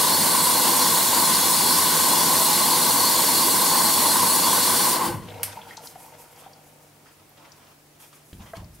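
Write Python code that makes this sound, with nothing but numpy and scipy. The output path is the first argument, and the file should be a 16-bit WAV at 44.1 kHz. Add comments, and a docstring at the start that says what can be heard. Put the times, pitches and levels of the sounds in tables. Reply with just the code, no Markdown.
"""A front-loading washing machine fills: a jet hisses through the valve, roars in the soap drawer and drums on the cabinet.
These are coloured noises, over a buzzing valve coil and a faint hum in a small tiled room. The flow stops with a thump
in the pipe, a relay snaps, and the last water gurgles and drips into the drum; small dry ticks sound, some with late knocks.
Something brushes and puffs nearby, perhaps a dog panting. At the end a hand shifts on the body that holds
the two microphones: low thuds and creaks of noise, and knocks made of dying tones."""
import sys
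import numpy as np
from scipy import signal
from scipy.fft import rfft, irfft
from scipy.io import wavfile
from scipy.ndimage import uniform_filter1d

SR = 44100
rng = np.random.default_rng(int(sys.argv[2]) if len(sys.argv) > 2 else 0)


def output_pcm(signal):
    """Save a mono or channel-first signal as 16-bit PCM at the path in sys.argv[1].

    Samples are clipped to [-1, 1] before scaling.
    """
    pcm = np.clip(np.atleast_2d(signal).T, -1, 1) * 32767
    wavfile.write(sys.argv[1], SR, np.round(pcm).astype(np.int16))


N = 388080  # samples, 8.8 s
HZ = np.fft.rfftfreq(4096, 1 / SR)  # frequencies of one short-time spectrum
T = np.arange(N) / SR  # seconds


def gain_of(db):
    """Decibels to amplitude."""
    return 10 ** (np.asarray(db) / 20)


def evened(x):
    """Scales to rms 1."""
    return x / np.sqrt(np.mean(x ** 2) + 1e-20)


def read(points, hz=HZ):
    """Reads a table of frequency and value between its points, on a log-frequency axis."""
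    f, value = np.transpose(points)
    return np.interp(np.log(hz + 1), np.log(f + 1), value)


def level(rows):
    """Amplitude in time from a curve in dB, silent after its end."""
    s, db = np.transpose(rows)
    return gain_of(np.interp(T, s, db, right=-200))


def modes(table):
    """Spectrum of steep resonances, added in power; each has a pitch, a width and a level."""
    power = 0
    for hz, width, db in table:
        power = power + gain_of(2 * db) / (1 + (2 * (HZ - hz) / width) ** 2) ** 2
    return np.sqrt(power)


def noise(shape, same, patchy_db, lead=0 * HZ, lean_db=0 * HZ, ripple_db=0.):
    """Random short-time spectra with drifting patches and a fixed ripple of wall echoes, at two microphone ports."""
    frames = N // 1024 + 9
    a, b, c, d, patches = rng.standard_normal((frames, len(HZ), 5)).T
    patches = uniform_filter1d(patches, size=40, axis=0)
    patches = evened(uniform_filter1d(patches, size=3, axis=1))
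    ripple = ripple_db * evened(uniform_filter1d(rng.standard_normal(len(HZ)), size=3))
    same = np.clip(same, 0, 1)[:, None]
    left, own = a + 1j * b, c + 1j * d
    right = same * left + np.sqrt(1 - same ** 2) * own
    half_lean = gain_of(lean_db / 2)[:, None]
    z = np.array([left * half_lean, right * np.exp(-1j * lead)[:, None] / half_lean])
    z = z * shape[:, None] * gain_of(patchy_db * patches + ripple[:, None])
    x = signal.istft(z, nperseg=4096, noverlap=3072)[1]
    return evened(x[:, 2048:N + 2048])


def flicker(hz, depth_db):
    """Random wavering of level up to about hz, rms 1."""
    lowpass = 1 / (1 + (np.fft.rfftfreq(N, 1 / SR) / hz) ** 4)
    smooth = irfft(rfft(rng.standard_normal(N)) * lowpass, N)
    return evened(gain_of(depth_db * evened(smooth)))


def swell(start, length, db, rise, fall_db_per_s):
    """Rises from start over rise seconds; from start + length on it also falls steadily in dB."""
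    fade = gain_of(db - fall_db_per_s * np.maximum(T - start - length, 0))
    return np.clip((T - start) / max(rise, 1e-4), 0, 1) * fade


def held(db, end, fall_db_per_s):
    """Steady from the beginning until end, then dies away."""
    return gain_of(db - fall_db_per_s * np.maximum(T - end, 0))


def joined(parts):
    """Envelopes of unrelated sounds add in power."""
    return np.sqrt(sum(part ** 2 for part in parts))


# Likeness of left and right in the filling noise, set by frequency; the later noises use it too.
# Each row: frequency in Hz, likeness from 0 to 1.
LIKENESS = [(60, 0.57), (92, 0.85), (140, 0.9), (210, 0.94), (330, 0.83), (500, 0.84), (770, 0.77),
            (1170, 0.84), (1790, 0.79), (2740, 1), (4190, 0.8), (6410, 0.64), (9810, 0.46), (15000, 0.54)]
# How far the right port trails the left. Each row: frequency in Hz, phase in radians.
PORT_PHASE = [(0, -0.2), (780, -0.063), (6630, 0.048), (8270, 0.86), (9040, 0.53), (9990, 0.68),
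              (11300, 0.52), (11700, 0.1), (14400, -0.4), (16500, 0.1)]
# How much louder the left port is. Each row: frequency in Hz, left minus right in dB.
PORT_LEAN = [(60, -6), (99, -6), (160, -0.5), (270, 0.0), (450, 1), (740, 2), (1220, 3.0), (2010, 0),
             (3330, 0), (5500, 1.5), (9080, -0.5), (15000, -1)]


def filling_noise(shape, patchy_db, ripple_db=0.):
    """Noise of the filling machine, with likeness, phase and balance of left and right set by frequency."""
    return noise(shape, read(LIKENESS) ** 0.79, patchy_db, read(PORT_PHASE), read(PORT_LEAN), ripple_db)


# Spray of the jet. Each row: frequency in Hz, relative level in dB per Hz.
SPRAY_COLOUR = [(500, -70), (1400, -27), (2200, -10.5), (2480, -15.5), (2790, -12), (3740, -5.5),
                (4500, -5), (5300, -5), (6100, -6), (7280, -4.5), (7920, -1.5), (11500, 0), (12700, -4),
                (13300, -7.5), (15500, -6), (16500, -12)]
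# Faint whistles of hose and valve. Each row: frequency in Hz, width in Hz, relative level in dB.
PIPE_WHISTLES = [(2840, 36, -8), (3397, 30, -6), (3540, 34, -5), (3920, 50, -5), (4160, 45, 1),
                 (4436, 40, 2), (4640, 60, -2), (4727, 30, 1), (5400, 40, -5), (5616, 60, -3),
                 (6716, 20, -5), (6948, 40, -1), (7710, 40, -3), (7810, 40, -4), (8038, 27, -1),
                 (8220, 40, -4), (9034, 120, -3), (9830, 60, -4), (10410, 70, -3), (11180, 120, -3),
                 (11730, 60, -4), (12850, 80, -7), (13500, 70, -8), (14400, 300, -9)]
# Strength of the jet, with a last spurt as the valve closes. Each row: time in seconds, level in dB.
JET_STRENGTH = [(0, -19.5), (1.5, -19), (4.7, -19.5), (4.93, -20.5), (5.006, -32), (5.064, -28),
                (5.146, -44.5), (5.268, -62), (5.4, -70)]


def jet():
    """Turbulent water hisses through the valve and makes hose and valve whistle faintly."""
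    shape = np.hypot(gain_of(read(SPRAY_COLOUR) - 3.0), modes(PIPE_WHISTLES) * gain_of(1.0))
    return filling_noise(shape, 1.32, 1.9) * flicker(60, 0.25) * level(JET_STRENGTH)


# Splash in the drawer. Each row: frequency in Hz, relative level in dB per Hz.
SPLASH_COLOUR = [(120, -64), (380, -14), (560, -17.5), (760, -10.5), (900, -8), (1050, -5), (1150, -9),
                 (1300, -18), (1520, -14), (1830, -18.5), (2100, -20.5), (2480, -25), (3000, -19),
                 (3900, -31)]
# Hollows of the drawer. Each row: frequency in Hz, width in Hz, relative level in dB.
DRAWER_CAVITIES = [(493, 24, -10), (606, 41, -10), (677, 19, -10), (841.5, 33, -2.5), (906, 17, -1.5),
                   (967.7, 33, 0.5), (997, 25, -1.5), (1036.5, 29, -1), (1068, 26, -4), (1120, 28, -5.5),
                   (1477, 45, -12.5), (1570, 30, -16), (2030, 98, -15.5)]
ROAR_DB, ROAR_ENDS_S, ROAR_FALL_DB_PER_S = -24.5, 5.06, 135  # the drawer empties after the jet stops


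def drawer():
    """Splashing water roars in the soap drawer and rings its hollows."""
    shape = np.hypot(gain_of(read(SPLASH_COLOUR) + 0.2), modes(DRAWER_CAVITIES))
    roar = filling_noise(shape, 1.1, 1.15) * flicker(41, 1.05)
    return roar * held(ROAR_DB, ROAR_ENDS_S, ROAR_FALL_DB_PER_S)


# Shaken cabinet. Each row: frequency in Hz, relative level in dB per Hz.
CABINET_COLOUR = [(12, -70), (30, -48), (49, -36), (80, -16), (129, -11), (172, 2), (282, 5), (412, -4.5),
                  (520, 1.5), (680, -18), (1140, -90)]
# Ringing panels. Each row: frequency in Hz, width in Hz, relative level in dB.
PANEL_MODES = [(55, 14, -20), (170, 27, 1.5), (232.5, 17, 1), (270, 26, -3), (341.5, 22, 3.5)]
RUMBLE_DB, RUMBLE_ENDS_S, RUMBLE_FALL_DB_PER_S = -33, 5.13, 95  # rings on longer than the drawer


def cabinet():
    """The water drums on the cabinet, whose panels ring at low pitches."""
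    shape = np.hypot(gain_of(read(CABINET_COLOUR) - 5.0), modes(PANEL_MODES))
    return filling_noise(shape, 1.0) * held(RUMBLE_DB, RUMBLE_ENDS_S, RUMBLE_FALL_DB_PER_S)


BUZZ_HZ, BUZZ_DB, BUZZ_ENDS_S, BUZZ_FALL_DB_PER_S = 100.7, -49, 5.44, 80
BUZZ_REST_DB = -70  # a faint buzz that lasts


def valve_coil():
    """The valve coil buzzes as a wavering tone with a narrow band of noise around it."""
    tone = np.sin(2 * np.pi * BUZZ_HZ * T) * flicker(8.3, 1.6)
    rough = noise(modes([(BUZZ_HZ, 24, 0)]), read(LIKENESS) ** 0.79, 0.65)
    strength = joined([held(BUZZ_DB, BUZZ_ENDS_S, BUZZ_FALL_DB_PER_S), gain_of(BUZZ_REST_DB)])
    return evened(tone + 0.44 * rough) * strength


# Quiet air and microphone hiss. Each row: frequency in Hz, relative level in dB per Hz.
AIR_COLOUR = [(15, -26), (40, -15), (100, -13), (200, -11), (305, -8), (380, -11), (670, -11.5),
              (1000, -15.5), (1840, -19), (2310, -19), (3230, -22), (9000, -23.5), (14800, -26.5),
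              (15700, -24)]
# Likeness of left and right in the air. Each row: frequency in Hz, likeness from 0 to 1.
AIR_LIKENESS = [(60, 1), (150, 0.94), (380, 0.58), (950, 0.32), (2380, 0.24), (5980, 0.18), (15000, 0.76)]
AIR_DB = -55
HUM_HZ, OVERTONE_HZ, HUM_DB = 148, 296, -64


def room():
    """Quiet air, microphone hiss and a wavering hum with a fainter overtone."""
    overtone = gain_of(-7) * np.sin(2 * np.pi * OVERTONE_HZ * T)
    hum = (np.sin(2 * np.pi * HUM_HZ * T) + overtone) * flicker(3, .8)
    air = noise(gain_of(read(AIR_COLOUR)), read(AIR_LIKENESS), .6)
    return gain_of(AIR_DB) * air + gain_of(HUM_DB) * evened(hum)


HAMMER_S, HAMMER_RISE_S, HAMMER_DB, HAMMER_FALL_DB_PER_S = 5.05, .06, -31.5, 75
SHUDDER_DB, SHUDDER_FALL_DB_PER_S = -52, 15  # a softer, slower fading shudder


def pipe_hammer():
    """The pipe thumps as the flow stops, then keeps shuddering softly."""
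    hammer = noise(modes([(55, 30, -14), (105, 23, 1.0), (155, 38, 0)]), read(LIKENESS) ** 0.79, 1.1)
    thump = swell(HAMMER_S, HAMMER_RISE_S, HAMMER_DB, HAMMER_RISE_S, HAMMER_FALL_DB_PER_S)
    shudder = swell(HAMMER_S, HAMMER_RISE_S, SHUDDER_DB, HAMMER_RISE_S, SHUDDER_FALL_DB_PER_S)
    return hammer * joined([thump, shudder])


DRAIN_S = 5.2  # the last water runs down from here


def drain(db, fall_db_per_s):
    """Level of the last water: a quick start, then a steady fade."""
    return swell(DRAIN_S, 0, db, .05, fall_db_per_s)


# Hollows of the drum. Each row: frequency in Hz, width in Hz, relative level in dB.
DRUM_CAVITIES = [(482, 45, 0), (610, 90, -3.5), (767, 100, -2), (922, 91, -1.5), (1430, 59, -15.5),
                 (2150, 73, -18)]
# Soft rustle, also used for the trickle. Each row: frequency in Hz, relative level in dB per Hz.
RUSTLE_COLOUR = [(700, -13), (1300, -3.5), (2500, -4.5), (4000, -10), (6000, -12), (12000, -38)]
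# Low wash of the water. Each row: frequency in Hz, relative level in dB per Hz.
WASH_COLOUR = [(30, -18), (60, -10), (200, 3), (350, -2.5), (450, -23)]
TRICKLE_DB, TRICKLE_FALL_DB_PER_S = -44.5, 8
TRICKLE_ENDS_S, DRY_FALL_DB_PER_S = 6.5, 11  # from here this extra fall dries it up faster
WASH_DB, WASH_FALL_DB_PER_S = -53, 9
GURGLE_HZ, GURGLE_DB = 14, 1.5  # speed and depth of the gurgle


def draining():
    """A trickle rings the hollows of the drum over a low wash; both gurgle together."""
    shape = modes(DRUM_CAVITIES) + gain_of(read(RUSTLE_COLOUR) - 15.5)
    trickle = noise(shape, read(LIKENESS), 2.1, lean_db=read(PORT_LEAN)) * flicker(70, 2.2)
    trickle = trickle * drain(TRICKLE_DB, TRICKLE_FALL_DB_PER_S)
    trickle = trickle * held(0, TRICKLE_ENDS_S, DRY_FALL_DB_PER_S)
    wash = noise(gain_of(read(WASH_COLOUR)), read(LIKENESS), 1.1) * drain(WASH_DB, WASH_FALL_DB_PER_S)
    return (trickle + wash) * flicker(GURGLE_HZ, GURGLE_DB)


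# Something soft brushes nearby.
# Each row: start in seconds, length in seconds, rustle level in dB, hollow scuff level in dB.
BRUSH_STROKES = [(5.44, 0.085, -46.5, -75), (5.61, .11, -53, -75), (6.175, .03, -55, -75),
                 (6.38, 0.084, -52.5, -58), (7.045, .04, -57, -61), (7.18, .03, -62, -62),
                 (7.36, .13, -56.5, -53.5), (7.5, .22, -59.5, -60), (7.99, 0.06, -54, -60),
                 (8.12, .06, -58, -72), (8.39, .1, -52, -53), (8.535, .045, -53, -49)]
BRUSH_RISE_S, BRUSH_FALL_DB_PER_S = 0.021, 220
SPLASH_DB, SPLASH_FALL_DB_PER_S = -54, 10  # middle pitches of the draining water


def brushing():
    """Brush strokes rustle and scuff as noise; the rustle also carries the splash of the draining water."""
    rustle = noise(gain_of(read(RUSTLE_COLOUR)), 0.62 * read(LIKENESS), 2.9, ripple_db=3.0) * flicker(50, 2.6)
    scuff = noise(modes([(650, 290, -3.5), (970, 420, -1.5)]), 0.87 * read(LIKENESS), 0.99) * flicker(60, 1.2)
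    rustling, scuffing = [drain(SPLASH_DB, SPLASH_FALL_DB_PER_S)], []
    for start, length, rustle_db, scuff_db in BRUSH_STROKES:
        rustling.append(swell(start, length, rustle_db, BRUSH_RISE_S, BRUSH_FALL_DB_PER_S))
        scuffing.append(swell(start, length, scuff_db, BRUSH_RISE_S, BRUSH_FALL_DB_PER_S))
    return rustle * joined(rustling) + scuff * joined(scuffing)


# Treble of the puffs. Each row: frequency in Hz, relative level in dB per Hz.
PUFF_COLOUR = [(3000, -30), (5000, -1), (7500, 0.5), (10000, 4), (13000, 2), (16500, -5.5)]
# Airy puffs, perhaps a dog panting nearby. Each row: start in seconds, length in seconds, level in dB.
PUFF_TIMES = [(5.49, .07, -53), (5.65, .05, -53), (5.809, 0.075, -46), (5.97, .1, -51), (6.165, .06, -50.5),
              (6.29, .03, -55), (6.357, 0.046, -53), (6.62, .07, -59), (6.8, .05, -61), (7.105, .02, -60),
              (7.54, .05, -61), (7.66, .05, -63), (7.985, .065, -51), (8.11, .05, -55), (8.22, .36, -59),
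              (8.713, .04, -56)]
PUFF_RISE_S, PUFF_FALL_DB_PER_S = 0.031, 190
SPRAY_DB, SPRAY_FALL_DB_PER_S = -56.5, 6  # treble of the draining water


def puffing():
    """Short puffs of treble hiss; the same hiss carries the treble of the draining water."""
    air = noise(gain_of(read(PUFF_COLOUR)), 1.1 * read(LIKENESS), 1.6) * flicker(30, 1.2)
    puffs = [swell(*row, PUFF_RISE_S, PUFF_FALL_DB_PER_S) for row in PUFF_TIMES]
    return air * joined(puffs + [drain(SPRAY_DB, SPRAY_FALL_DB_PER_S)])


def bursts(table, t60):
    """Each drop or tick is a short noise burst coloured around its pitch: narrow ones plop, wide ones click."""
    out, t = np.zeros((2, N + SR)), T[:4096]
    fade = gain_of(-60 * t / t60) * np.minimum(t / 0.00076, 1)
    for s, db, hz, pan_db, spread in table:
        colour = 1 / (1 + (np.log((HZ + 1) / hz) / spread) ** 2) ** 2
        ring = irfft(rfft(rng.standard_normal(4096)) * colour) * fade
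        port_db = db + np.array([[.5], [-.5]]) * pan_db
        out[:, round(s * SR):][:, :len(t)] += gain_of(port_db) * ring / abs(ring).max()
    return out[:, :N]


DROPLET_COUNT, DROPLET_DB, DROPLET_SCATTER_DB = 45, -46.5, 4
DROPLET_LOW_HZ, DROPLET_HIGH_HZ = 480, 3800


def droplets():
    """Lists small drops of random pitch and size, thinning out and fading with the trickle."""
    when, pitch, size = rng.random((DROPLET_COUNT, 3)).T
    since = (TRICKLE_ENDS_S - DRAIN_S) * when ** 1.3
    hz = DROPLET_LOW_HZ * (DROPLET_HIGH_HZ / DROPLET_LOW_HZ) ** (pitch ** 1.5)
    db = DROPLET_DB - TRICKLE_FALL_DB_PER_S * since + DROPLET_SCATTER_DB * (2 * size - 1)
    return list(zip(DRAIN_S + since, db, hz))


# Drops plopping in the drum. Each row: time in seconds, peak level in dB, pitch in Hz.
DRIP_TIMES = [(5.327, -43, 826), (5.397, -31, 783), (5.481, -37, 950), (5.571, -32, 880), (5.671, -38, 830),
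              (5.708, -32, 1920), (5.777, -33.5, 902), (5.807, -38, 750), (5.857, -42, 902),
              (5.957, -35, 755), (6.062, -41, 900), (6.082, -45, 900), (6.124, -43, 900), (6.184, -42, 894),
              (6.463, -35, 770), (6.589, -49, 767), (6.666, -48, 756), (7.059, -48, 1300),
              (7.317, -51, 767), (8.129, -45, 1230), (8.396, -47, 875), (8.623, -43, 657)]
DRIP_T60_S, DRIP_SPREAD, DRIP_PAN_DB = .038, .15, 1.6  # 60 dB decay, share of pitch, left minus right


def drips():
    """Listed drops and random droplets plop as narrow bursts."""
    drops = list(DRIP_TIMES) + droplets()
    return bursts([(*row, DRIP_PAN_DB, DRIP_SPREAD) for row in drops], DRIP_T60_S)


# Small dry ticks, and at 8.329 and 8.568 s the clicks of the knocks on the body.
# Each row: time in seconds, peak level in dB, pitch in Hz, left minus right in dB, spread as share of pitch.
TICK_TIMES = [(5.2859, -35, 3000, 5, .35), (5.303, -36, 3300, 5, .35), (5.6151, -38, 3040, 5, .3),
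              (5.7695, -29, 5000, 5, .55), (5.8711, -32, 4600, 5, .55), (6.3599, -44, 5540, 2, .3),
              (6.5316, -43, 5000, 4, .2), (7.2913, -45, 12500, -0.5, .3), (7.5188, -41, 5390, 11, .25),
              (8.0007, -48, 10700, 0.5, .4), (8.1289, -48, 3420, 0.0, .6), (8.329, -39, 2500, 0.5, .8),
              (8.4043, -45, 2610, 1.1, .6), (8.5679, -34, 3000, 1.5, 1.3), (8.6443, -47, 4900, 9.5, .2)]


def ticks():
    """Small dry ticks and the clicks of two late knocks, as bursts that fade by 60 dB in 0.033 s."""
    return bursts(TICK_TIMES, 0.033)


# How fast cabinet and tiles stop ringing. Each row: frequency in Hz, time to fall by 60 dB in seconds.
RING_DECAY = [(1000, 0.39), (3000, 0.29), (7000, 0.31), (12000, 0.21), (16000, .12)]


def tail(seconds):
    """Dense reflections, each band dying at its own speed, partly different at each port; left energy is 1."""
    common = rng.standard_normal((1, int(seconds * SR)))
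    own = rng.standard_normal((2, int(seconds * SR)))
    hz, t, z = signal.stft(common + 0.45 * own, SR, nperseg=128)
    x = signal.istft(z * gain_of(-60 * t / read(RING_DECAY, hz)[:, None]), SR, nperseg=128)[1]
    return x / np.linalg.norm(x[0])


def tile_echo(small):
    """Drips and ticks wake the tiled room: their average over the ports is smeared by dense reflections."""
    echo = signal.fftconvolve(small.mean(0)[None], tail(0.32), axes=1)[:, :N]
    return gain_of(-7.5) * echo


# Colour of the relay's crack. Each row: frequency in Hz, relative level in dB per Hz.
SNAP_COLOUR = [(350, -37), (700, -20), (1300, -18), (2000, -10.5), (3300, -13), (3800, -18), (5300, -10),
               (7200, -17), (8400, -6), (10000, -7), (12200, -1), (13500, -12), (16500, -14)]
SNAP_S, SNAP_DB = 5.432, -5  # time, and peak of the crack before the ring is added


def relay_snap():
    """The relay gives a sharp broadband crack, with the ring of cabinet and tiles behind it."""
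    log_gain = np.log(gain_of(read(SNAP_COLOUR)))
    circle = np.concatenate([log_gain, log_gain[-2:0:-1]])
    # this phase makes the crack start at once and die away, with nothing before it
    crack = np.fft.ifft(np.exp(np.conj(signal.hilbert(circle)))).real[:1024]
    crack *= gain_of(SNAP_DB) / abs(crack).max()
    ring = signal.fftconvolve(crack[None], tail(.5), axes=1) * gain_of(4.0)
    ring *= 1 + 1.6 * gain_of(-60 * T[:ring.shape[1]] / 0.047)  # the nearest surfaces answer loudest
    ring[:, :len(crack)] += crack
    out = np.zeros((2, N))
    out[:, round(SNAP_S * SR):][:, :ring.shape[1]] += ring
    return out


def struck(s, db, table, rise):
    """One blow at time s on a set of decaying modes; a soft blow takes rise seconds to build."""
    t = np.maximum(T - s, 0)
    ring = 0
    for hz, ring_db, t60 in table:
        ring = ring + gain_of(ring_db - 60 * t / t60) * np.sin(2 * np.pi * hz * t)
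    return gain_of(db) * ring * np.minimum(t / rise, 1)


# The hand tightens. Each row: start in seconds, length in seconds, thud level in dB, creak level in dB.
SQUEEZES = [(8.325, 0.078, -50, -49), (8.56, .05, -42, -48)]
# Knocks on the held body. Each row: time in seconds, strength in dB.
KNOCKS = [(8.33, -37), (8.405, -44), (8.569, -37.5), (8.585, -41), (8.62, -45)]
# Ring of the body in the hand. Each row: frequency in Hz, level in dB, time to fall by 60 dB in seconds.
BODY_MODES = [(58, -14, .5), (95, -1, 0.28), (171, -3.5, .15), (280, -6, .08)]
# Hollow plastic tap. Each row: frequency in Hz, level in dB, time to fall by 60 dB in seconds.
TAP_MODES = [(480, -6, 0.047), (666, 1.5, 0.081), (900, -15, 0.035), (1100, -7, .035), (1280, -6, 0.039),
             (1600, -7, 0.041), (1970, -11, 0.036)]
TAP_S, TAP_DB = 8.5335, -28.5
GRIP_RISE_S, THUD_FALL_DB_PER_S, CREAK_FALL_DB_PER_S = .025, 120, 90
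HOLD_THUD_DB, HOLD_CREAK_DB = -53.5, -61  # lasting level once the hand has moved


def grip():
    """A hand shifts on the body: noisy thuds and creaks, and ringing knocks, much alike in both ports."""
    thud = noise(modes([(58, 22, 0), (95, 45, -1)]), 0 * HZ + 1, 1.5)
    creak = noise(modes([(180, 110, 1), (300, 150, -7)]), 0 * HZ + 0.99, 1.5)
    holding = np.clip((T - SQUEEZES[0][0]) / GRIP_RISE_S, 0, 1)
    thuds, creaks = [holding * gain_of(HOLD_THUD_DB)], [holding * gain_of(HOLD_CREAK_DB)]
    for start, length, thud_db, creak_db in SQUEEZES:
        thuds.append(swell(start, length, thud_db, GRIP_RISE_S, THUD_FALL_DB_PER_S))
        creaks.append(swell(start, length, creak_db, GRIP_RISE_S, CREAK_FALL_DB_PER_S))
    knocks = sum(struck(s, db, BODY_MODES, .0007) for s, db in KNOCKS)
    tap = struck(TAP_S, TAP_DB, TAP_MODES, .003)
    return thud * joined(thuds) + creak * joined(creaks) + knocks + tap


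def scene():
    """Adds all sources; drips and ticks also wake the tiled room."""
    filling = jet() + drawer() + cabinet() + valve_coil() + pipe_hammer()
    afterflow = draining() + brushing() + puffing()
    small = drips() + ticks()
    return filling + room() + afterflow + small + tile_echo(small) + relay_snap() + grip()


EDGE_HZ = 15780  # upper edge of the sound


def record(dry):
    """A steep low-pass filter takes away everything well above the edge."""
    lowpass = signal.firwin(1023, EDGE_HZ, window=("kaiser", 9), fs=SR)
    return signal.oaconvolve(dry, lowpass[None], "same")


dry = scene()
out = record(dry)
output_pcm(out)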